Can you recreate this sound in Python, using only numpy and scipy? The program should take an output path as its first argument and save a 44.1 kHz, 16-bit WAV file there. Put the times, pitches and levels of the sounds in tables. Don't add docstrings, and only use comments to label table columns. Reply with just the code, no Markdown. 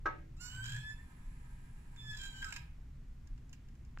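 import sys
import numpy as np
from scipy import signal
from scipy.fft import rfft, irfft
from scipy.io import wavfile
from scipy.ndimage import uniform_filter1d

SR = 44100
rng = np.random.default_rng(int(sys.argv[2]) if len(sys.argv) > 2 else 0)


def waveform_to_disk(signal):
    frames = np.transpose(np.atleast_2d(signal))
    scaled = np.clip(frames, -1, 1) * 32767
    samples = np.round(scaled).astype(np.int16)
    wavfile.write(sys.argv[1], SR, samples)


N = 176400
T = np.arange(N) / SR
FREQS_HZ = np.fft.rfftfreq(N, 1 / SR)


def amp(db):
    return 10 ** (np.asarray(db) / 20)


def unit(x):
    return x / np.sqrt(np.mean(x ** 2) + 1e-20)


def read(points, hz):
    f, value = np.transpose(points)
    return np.interp(np.log(hz + 1), np.log(f + 1), value)


def follow(rows):
    times, *columns = np.transpose(rows)
    gate = np.clip(np.minimum(T - times[0], times[-1] - T) / 0.0023, 0, 1)
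    return [gate] + [np.interp(T, times, column) for column in columns]


def add(mix, start_s, sound):
    part = mix[round(start_s * SR):][:len(sound)]
    part += sound[:len(part)]


def noise(colour, size=N, tilt_db=0):
    hz = np.fft.rfftfreq(size, 1 / SR)
    gain = amp(read(colour, hz) + tilt_db * np.log2(hz + 1))
    return unit(irfft(rfft(rng.standard_normal(size)) * gain, size))


def wander(hz):
    return unit(irfft(rfft(rng.standard_normal(N)) / (1 + (FREQS_HZ / hz) ** 4), N))


def phase_of(hz):
    return 2 * np.pi * np.cumsum(hz) / SR


def mode(t, hz, db, t60):
    return amp(db - 60 * t / t60) * np.sin(2 * np.pi * (hz * t + rng.random()))


# freq_hz, gain_db
VENT_COLOUR = [(12, -10), (26, 2), (40, -9), (50, -9), (61, -4), (80, -12), (100, -16), (125, -12),
               (165, -18), (205, -25), (238, -21), (306, -32), (440, -39), (550, -44), (830, -43),
               (1300, -45), (2030, -45), (2800, -50), (4000, -54), (7000, -55), (9000, -61), (15500, -65)]
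# freq_hz, coherence (0-1)
VENT_COHERENCE = [(20, 1), (150, 1), (300, 0.59), (700, 0.17), (1500, 0.36), (15000, 0.3)]

def ventilation():
    coherence = np.clip(read(VENT_COHERENCE, FREQS_HZ), 0, 1)
    mid = irfft(rfft(noise(VENT_COLOUR)) * np.sqrt((1 + coherence) / 2), N)
    side = irfft(rfft(noise(VENT_COLOUR)) * np.sqrt((1 - coherence) / 2), N)
    hum_hz, hum_db = 122.8, -64.5
    hum_peak = np.sqrt(2) * amp(hum_db + 2 * wander(hz=4))
    hum = hum_peak * np.sin(2 * np.pi * hum_hz * T + 0.5 * wander(hz=6.3))
    return amp(-49.5) * np.array([mid + side, mid - side]) + hum


# pitch_hz, gain_db, t60_s
KNOCK_MODES = [(324.7, -9.5, .15), (476, -19, 0.089), (587, -11, .17), (732, -14.5, 0.23),
               (901, -10.5, 0.16), (1124, -8, 0.17), (1242.5, -1, 0.15), (1281, -1, 0.15),
               (1300, -8, 0.039), (1555, -7.5, 0.11), (1630, -5.5, 0.13), (1734, -13.5, .12),
               (1909, -14, 0.15)]
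# start_s, gain_db
KNOCK_CONTACTS = [(0.056, -30.5), (0.0587, -25.5), (0.0626, -28.5), (0.0672, -28)]
# freq_hz, gain_db
CRACK_COLOUR = [(200, -21), (320, -4.5), (550, -3), (800, 2), (1300, 1), (1900, -1), (2600, -18),
                (3300, -29), (3900, -23.5), (4600, -28.5), (5500, -25), (8000, -40.5), (15000, -62)]

def knock():
    t, out = np.arange(SR // 2) / SR, np.zeros(N)
    ring = sum(mode(t, hz, db, t60) for hz, db, t60 in KNOCK_MODES)
    add(out, start_s=0.058, sound=amp(-35.5) * np.minimum(t / 0.0014, 1) * ring)
    envelope = np.minimum(t / 0.00027, 1) * np.exp(-t / 0.0055)
    for start_s, db in KNOCK_CONTACTS:
        add(out, start_s, amp(db - 10) * envelope * noise(CRACK_COLOUR, size=len(t)))
    return out


# time_s, gain_db
SLIDE_LEVEL = [(.36, -107), (.41, -62.5), (.7, -62.5), (.95, -67.5), (1.3, -67.5), (1.85, -69.5),
               (2.1, -64.5), (2.45, -62), (2.6, -62), (2.72, -82), (2.85, -84)]
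# freq_hz, gain_db
SLIDE_COLOUR = [(300, -18), (650, -16), (830, 3.5), (900, -1), (980, 9.5), (1100, -9), (1270, 2),
                (1430, -15.5), (1650, 5), (2100, -7.5), (2500, -7.5), (3200, -16.5), (5500, -20.5),
                (6500, -17), (7200, -9.5), (7850, -5), (8250, -22), (9500, -13.5), (10800, -21.5),
                (13500, -20), (15500, -24.5)]

def slide():
    gate, db = follow(SLIDE_LEVEL)
    return gate * amp(db + 1.5 * wander(hz=40)) * noise(SLIDE_COLOUR)


# time_s, pitch_hz, first_db, second_db, treble_db, between_db, judder (0-1)
SQUEAK_SPEEDING = [(.365, 1244, -75, -82, -72.5, -3, 0), (.395, 1361, -75, -70, -74, -4, .05),
                   (.41, 1432, -57.5, -62, -52.5, -2, 0.1), (.465, 1469, -58, -66, -49.5, -7, 0),
                   (.505, 1481, -68, -55, -60, -13, 0.54), (.555, 1523, -54, -55.5, -62, -15, 0.6),
                   (.595, 1541, -49.5, -69, -59, -17, .08), (.634, 1564, -49, -48.5, -60.5, -13, 0.38),
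                   (.644, 1576, -49.5, -56, -57.5, -10, 0.83), (.705, 1611, -51, -53, -56.5, 10, 0.82),
                   (.77, 1670, -47.5, -60, -62, 21, 0.81), (.81, 1705, -63, -62, -60.5, 4, 0.22),
                   (.855, 1722, -50.5, -62, -65.5, -4, 0.01), (.91, 1732, -48, -64, -63.5, -5, 0.39),
                   (.955, 1755, -83, -87, -74, 1, 0), (1.0, 1792, -61.5, -91, -84, 1, 0.2),
                   (1.05, 1804, -80, -97, -79, -5, 0.02)]
SQUEAK_SLOWING = [(1.965, 1770, -78, -69, -87, -10, 0.031), (1.99, 1757, -84, -54.5, -69.5, -4, 0.016),
                  (2.04, 1736, -65, -58, -69, -9, 0.024), (2.115, 1711, -49, -51.5, -54.5, -5.5, 0.15),
                  (2.15, 1720, -51.5, -56.5, -66.5, -14, 0.76), (2.175, 1670, -63, -67, -59.5, -6, 0.91),
                  (2.2, 1607, -55.5, -53, -56, 17, 0.58), (2.265, 1579, -50.5, -55.5, -54.5, 2, 0.68),
                  (2.29, 1577, -84, -67, -63.5, -6, 0.15), (2.345, 1561, -51.5, -61, -63.5, 1, 0.18),
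                  (2.405, 1557, -60.5, -60, -64, 0, 0.25), (2.428, 1594, -42, -54, -60, -10, .6),
                  (2.46, 1542, -53.5, -75, -60, -5, 0.56), (2.52, 1486, -58.5, -74, -64.5, -2, 0.67)]
SQUEAK_SECOND_PATCH = [(2.335, 1470, -81, -74, -77, -10, 0.15), (2.37, 1484, -82, -60, -61.5, -8, 0),
                       (2.41, 1467, -87, -61, -63.5, -5, .1), (2.43, 1480, -80, -81, -84, -8, .2)]
SQUEAK_SEATING = [(2.44, 1292, -63, -78, -76, -10, 0.2), (2.455, 1296, -54, -73, -81, -7, .2),
                  (2.485, 1294, -54, -63, -66, -12, .2), (2.515, 1400, -72, -70, -70, 9, 0.1),
                  (2.53, 1269, -73, -68, -60, -8, 1), (2.55, 1287, -65, -59, -62, -2, 0.5),
                  (2.566, 1271, -68, -63, -61, -8, 0.51), (2.585, 1288, -68, -74, -64, -4, .3),
                  (2.62, 1330, -82, -80, -85, -7, .3)]
# freq_hz, gain_db
BARREL_COLOUR = [(700, -23), (2100, -13.5), (2550, 5), (3300, -25), (3950, 4), (4300, -4.5), (4650, -9.5),
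                 (4950, 2), (5200, 3.5), (5500, -10), (5850, -3), (6250, -11.5), (6600, 0.5), (7200, 5),
                 (7750, -0.5), (8400, -13), (9500, -19), (10800, -20.5), (12500, -11.5), (14500, -21),
                 (15500, -22)]

def squeak(rows, judder_hz):
    gate, hz, first_db, second_db, treble_db, between_db, judder = follow(rows)
    beat = np.sin(phase_of(judder_hz * (1 + 0.2633 * wander(hz=30.94))))
    bursts = amp(5.5 * judder * (np.tanh(2 * beat) + 0.6 * wander(hz=141)))
    bursts /= np.sqrt(uniform_filter1d(bursts ** 2, SR // 20))
    waver = 1 + 0.001454 * wander(hz=65) + 0.0481 * judder ** 2 * wander(hz=358)
    phase = phase_of(hz * waver)
    partials, power = np.zeros(N), np.zeros(N)
    on = gate > 0
    for k in [3, *range(5, 23)]:
        gain = amp(read(BARREL_COLOUR, k * hz[on] / 2) + between_db[on] * (k % 2))
        partials[on] += gain * np.cos(k * phase[on] / 2 + 2 * np.pi * rng.random())
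        power[on] += gain ** 2 / 2
    rasp = amp(6) * (0.03 + judder ** 2) * bursts ** 0.23 * noise(BARREL_COLOUR, tilt_db=-0.2)
    treble = amp(treble_db) * bursts * (partials / np.sqrt(power + 1e-12) + rasp)
    first = amp(first_db) * np.cos(phase) * bursts ** 0.5
    second = amp(second_db) * np.cos(2 * phase) * bursts ** 0.36
    return gate * (np.sqrt(2) * (first + second) + treble)


# time_s, pitch_hz, level_db
HOLDER_SHAKE = [(.5, 110, -59), (.6, 116, -47.5), (.68, 124, -48), (.78, 120, -41.5), (.85, 116, -53),
                (1.05, 114, -69.5), (1.8, 116, -76.5), (2.1, 122, -54.5), (2.3, 122, -69)]

def shudder():
    gate, hz, db = follow(HOLDER_SHAKE)
    envelope = gate * amp(db + 2 * wander(hz=25))
    return envelope * np.sqrt(2) * np.sin(phase_of(hz * (1 + 0.0856 * wander(hz=37.5))))


# time_s, centre_hz, gain_db
NEEDLE_BAND = [(.7, 10300, -67.5), (.85, 10250, -75.5), (1.3, 10100, -75.5), (1.9, 9630, -78.5),
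               (2.35, 9670, -103), (2.62, 9250, -79), (2.78, 9200, -95)]

def needle(width_hz=310):
    gate, hz, db = follow(NEEDLE_BAND)
    phase = phase_of(hz)
    band = wander(width_hz / 2) * np.cos(phase) + wander(width_hz / 2) * np.sin(phase)
    return gate * amp(db) * band


# peak_s, pitch_hz, level_db
HANDLING_BUMPS = [(1.282, 27.8, -38), (1.559, 27.4, -50), (3.331, 34, -40)]

def handling(width_s=0.031):
    return sum(amp(db) * np.exp(-((T - peak_s) / width_s) ** 2) * np.cos(2 * np.pi * hz * (T - peak_s))
               for peak_s, hz, db in HANDLING_BUMPS)


# start_s, gain_db, decay_s, tilt_db_per_octave
PLASTIC_CLICKS = [(1.962, -55, 0.0037, 1), (2.427, -44, 0.0033, 0.5), (2.444, -36.5, 0.0014, 6),
                  (2.5244, -36.5, 0.0049, 2.5), (2.5621, -36, 0.0052, 1.5), (3.2727, -55.5, 0.002, 5),
                  (3.3772, -64, 0.005, 2), (3.494, -60.5, 0.0022, 7), (3.5294, -50.5, 0.0069, 4.5),
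                  (3.6857, -64.5, .004, 5), (3.753, -64, 0.0025, 3.5), (3.8497, -63.5, 0.0025, 6),
                  (3.986, -54.5, .003, 3)]
# freq_hz, gain_db
SNAP_COLOUR = [(300, -28), (700, -22), (950, 2), (1200, -14), (1600, 7.5), (1950, -0.5), (2450, 9),
               (3400, -7), (5000, -8), (6000, -9.5), (7000, -2.5), (8300, -21), (11000, -25), (15500, -27)]
# pitch_hz, gain_db, t60_s
BARREL_MODES = [(974, -22, 0.22), (1623, 4.5, 0.081), (2386, -7.5, 0.044), (2540, -4.5, 0.041),
                (3120, -9, 0.012), (5210, -2, 0.034), (6840, 1.5, 0.011)]

def clicks():
    t, out = np.arange(SR // 5) / SR, np.zeros(N)
    attack = np.minimum(t / 0.00062, 1)
    for start_s, db, decay_s, tilt_db in PLASTIC_CLICKS:
        snap = np.exp(-t / decay_s) * noise(SNAP_COLOUR, size=len(t), tilt_db=tilt_db)
        ring = sum(mode(t, hz, mode_db + tilt_db * np.log2(hz / 5000), t60)
                   for hz, mode_db, t60 in BARREL_MODES)
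        add(out, start_s, amp(db) * attack * (amp(-1.5) * snap + amp(-10) * ring))
    return out


def pop(start_s=3.9743, pitch_hz=1440, decay_s=0.00058):
    t, out = np.arange(SR // 50) / SR, np.zeros(N)
    envelope = np.minimum(t / 0.00023, 1) * np.exp(-t / decay_s)
    add(out, start_s, amp(-32.5) * envelope * np.sin(2 * np.pi * pitch_hz * t))
    return out


# freq_hz, t60_s
ROOM_DECAY = [(200, 0.78), (1000, 0.17), (3000, 0.44), (8000, 0.09), (15000, 0.21)]

def room(x, early_db, tail_db):
    t = np.arange(SR // 2) / SR
    hz, frame_s, spectrum = signal.stft(rng.standard_normal((2, len(t))), SR, nperseg=256)
    decay = amp(-60 * frame_s / read(ROOM_DECAY, hz)[:, None])
    tail = signal.istft(spectrum * decay, SR, nperseg=256)[1][:, :len(t)] * np.minimum(t / 0.0085, 1)
    early = rng.standard_normal((2, len(t))) * np.exp(-t / 0.0033) * (t > 0.0005)
    response = (amp(early_db) * unit(early) + amp(tail_db) * unit(tail)) / np.sqrt(len(t))
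    response[:, 0] += 1
    response /= np.linalg.norm(response, axis=1, keepdims=True)
    return signal.fftconvolve(x[None], response, axes=1)[:, :N]


# freq_hz, right_over_left_db
RIGHT_BIAS = [(500, 5.5), (1600, 1), (3200, 5), (5000, 6.5), (7300, 18), (9800, 0.5), (12500, 5),
              (15000, 15)]

def place_right(x, lag_ms):
    gains = amp(read(RIGHT_BIAS, FREQS_HZ) * np.array([[-0.5], [0.5]]))
    left_delay = np.exp(-2j * np.pi * FREQS_HZ * lag_ms / 1000 * np.array([[1], [0]]))
    return irfft(rfft(x) * left_delay * gains / np.sqrt((gains ** 2).mean(0)), N)


def scene():
    squeaks = squeak(SQUEAK_SPEEDING, judder_hz=58.66) + squeak(SQUEAK_SLOWING, judder_hz=47.1)
    squeaks += squeak(SQUEAK_SECOND_PATCH, judder_hz=47) + squeak(SQUEAK_SEATING, judder_hz=63.7)
    syringe = amp(1.5) * room(squeaks, early_db=-7, tail_db=-6)
    syringe += amp(-0.5) * room(slide() + needle(), early_db=-4, tail_db=7)
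    syringe += amp(2) * room(clicks(), early_db=-7.5, tail_db=-10)
    hollow_knock = amp(5) * room(knock(), early_db=-0.5, tail_db=-2.5)
    close_sounds = shudder() + handling() + pop()
    return place_right(syringe, lag_ms=0.12) + hollow_knock + close_sounds + ventilation()


def record(dry):
    cutoff_hz = 15650
    lowpass = signal.firwin(511, cutoff_hz, window=("kaiser", 9), fs=SR)
    return signal.oaconvolve(dry, lowpass[None], "same")


dry = scene()
out = record(dry)
waveform_to_disk(out)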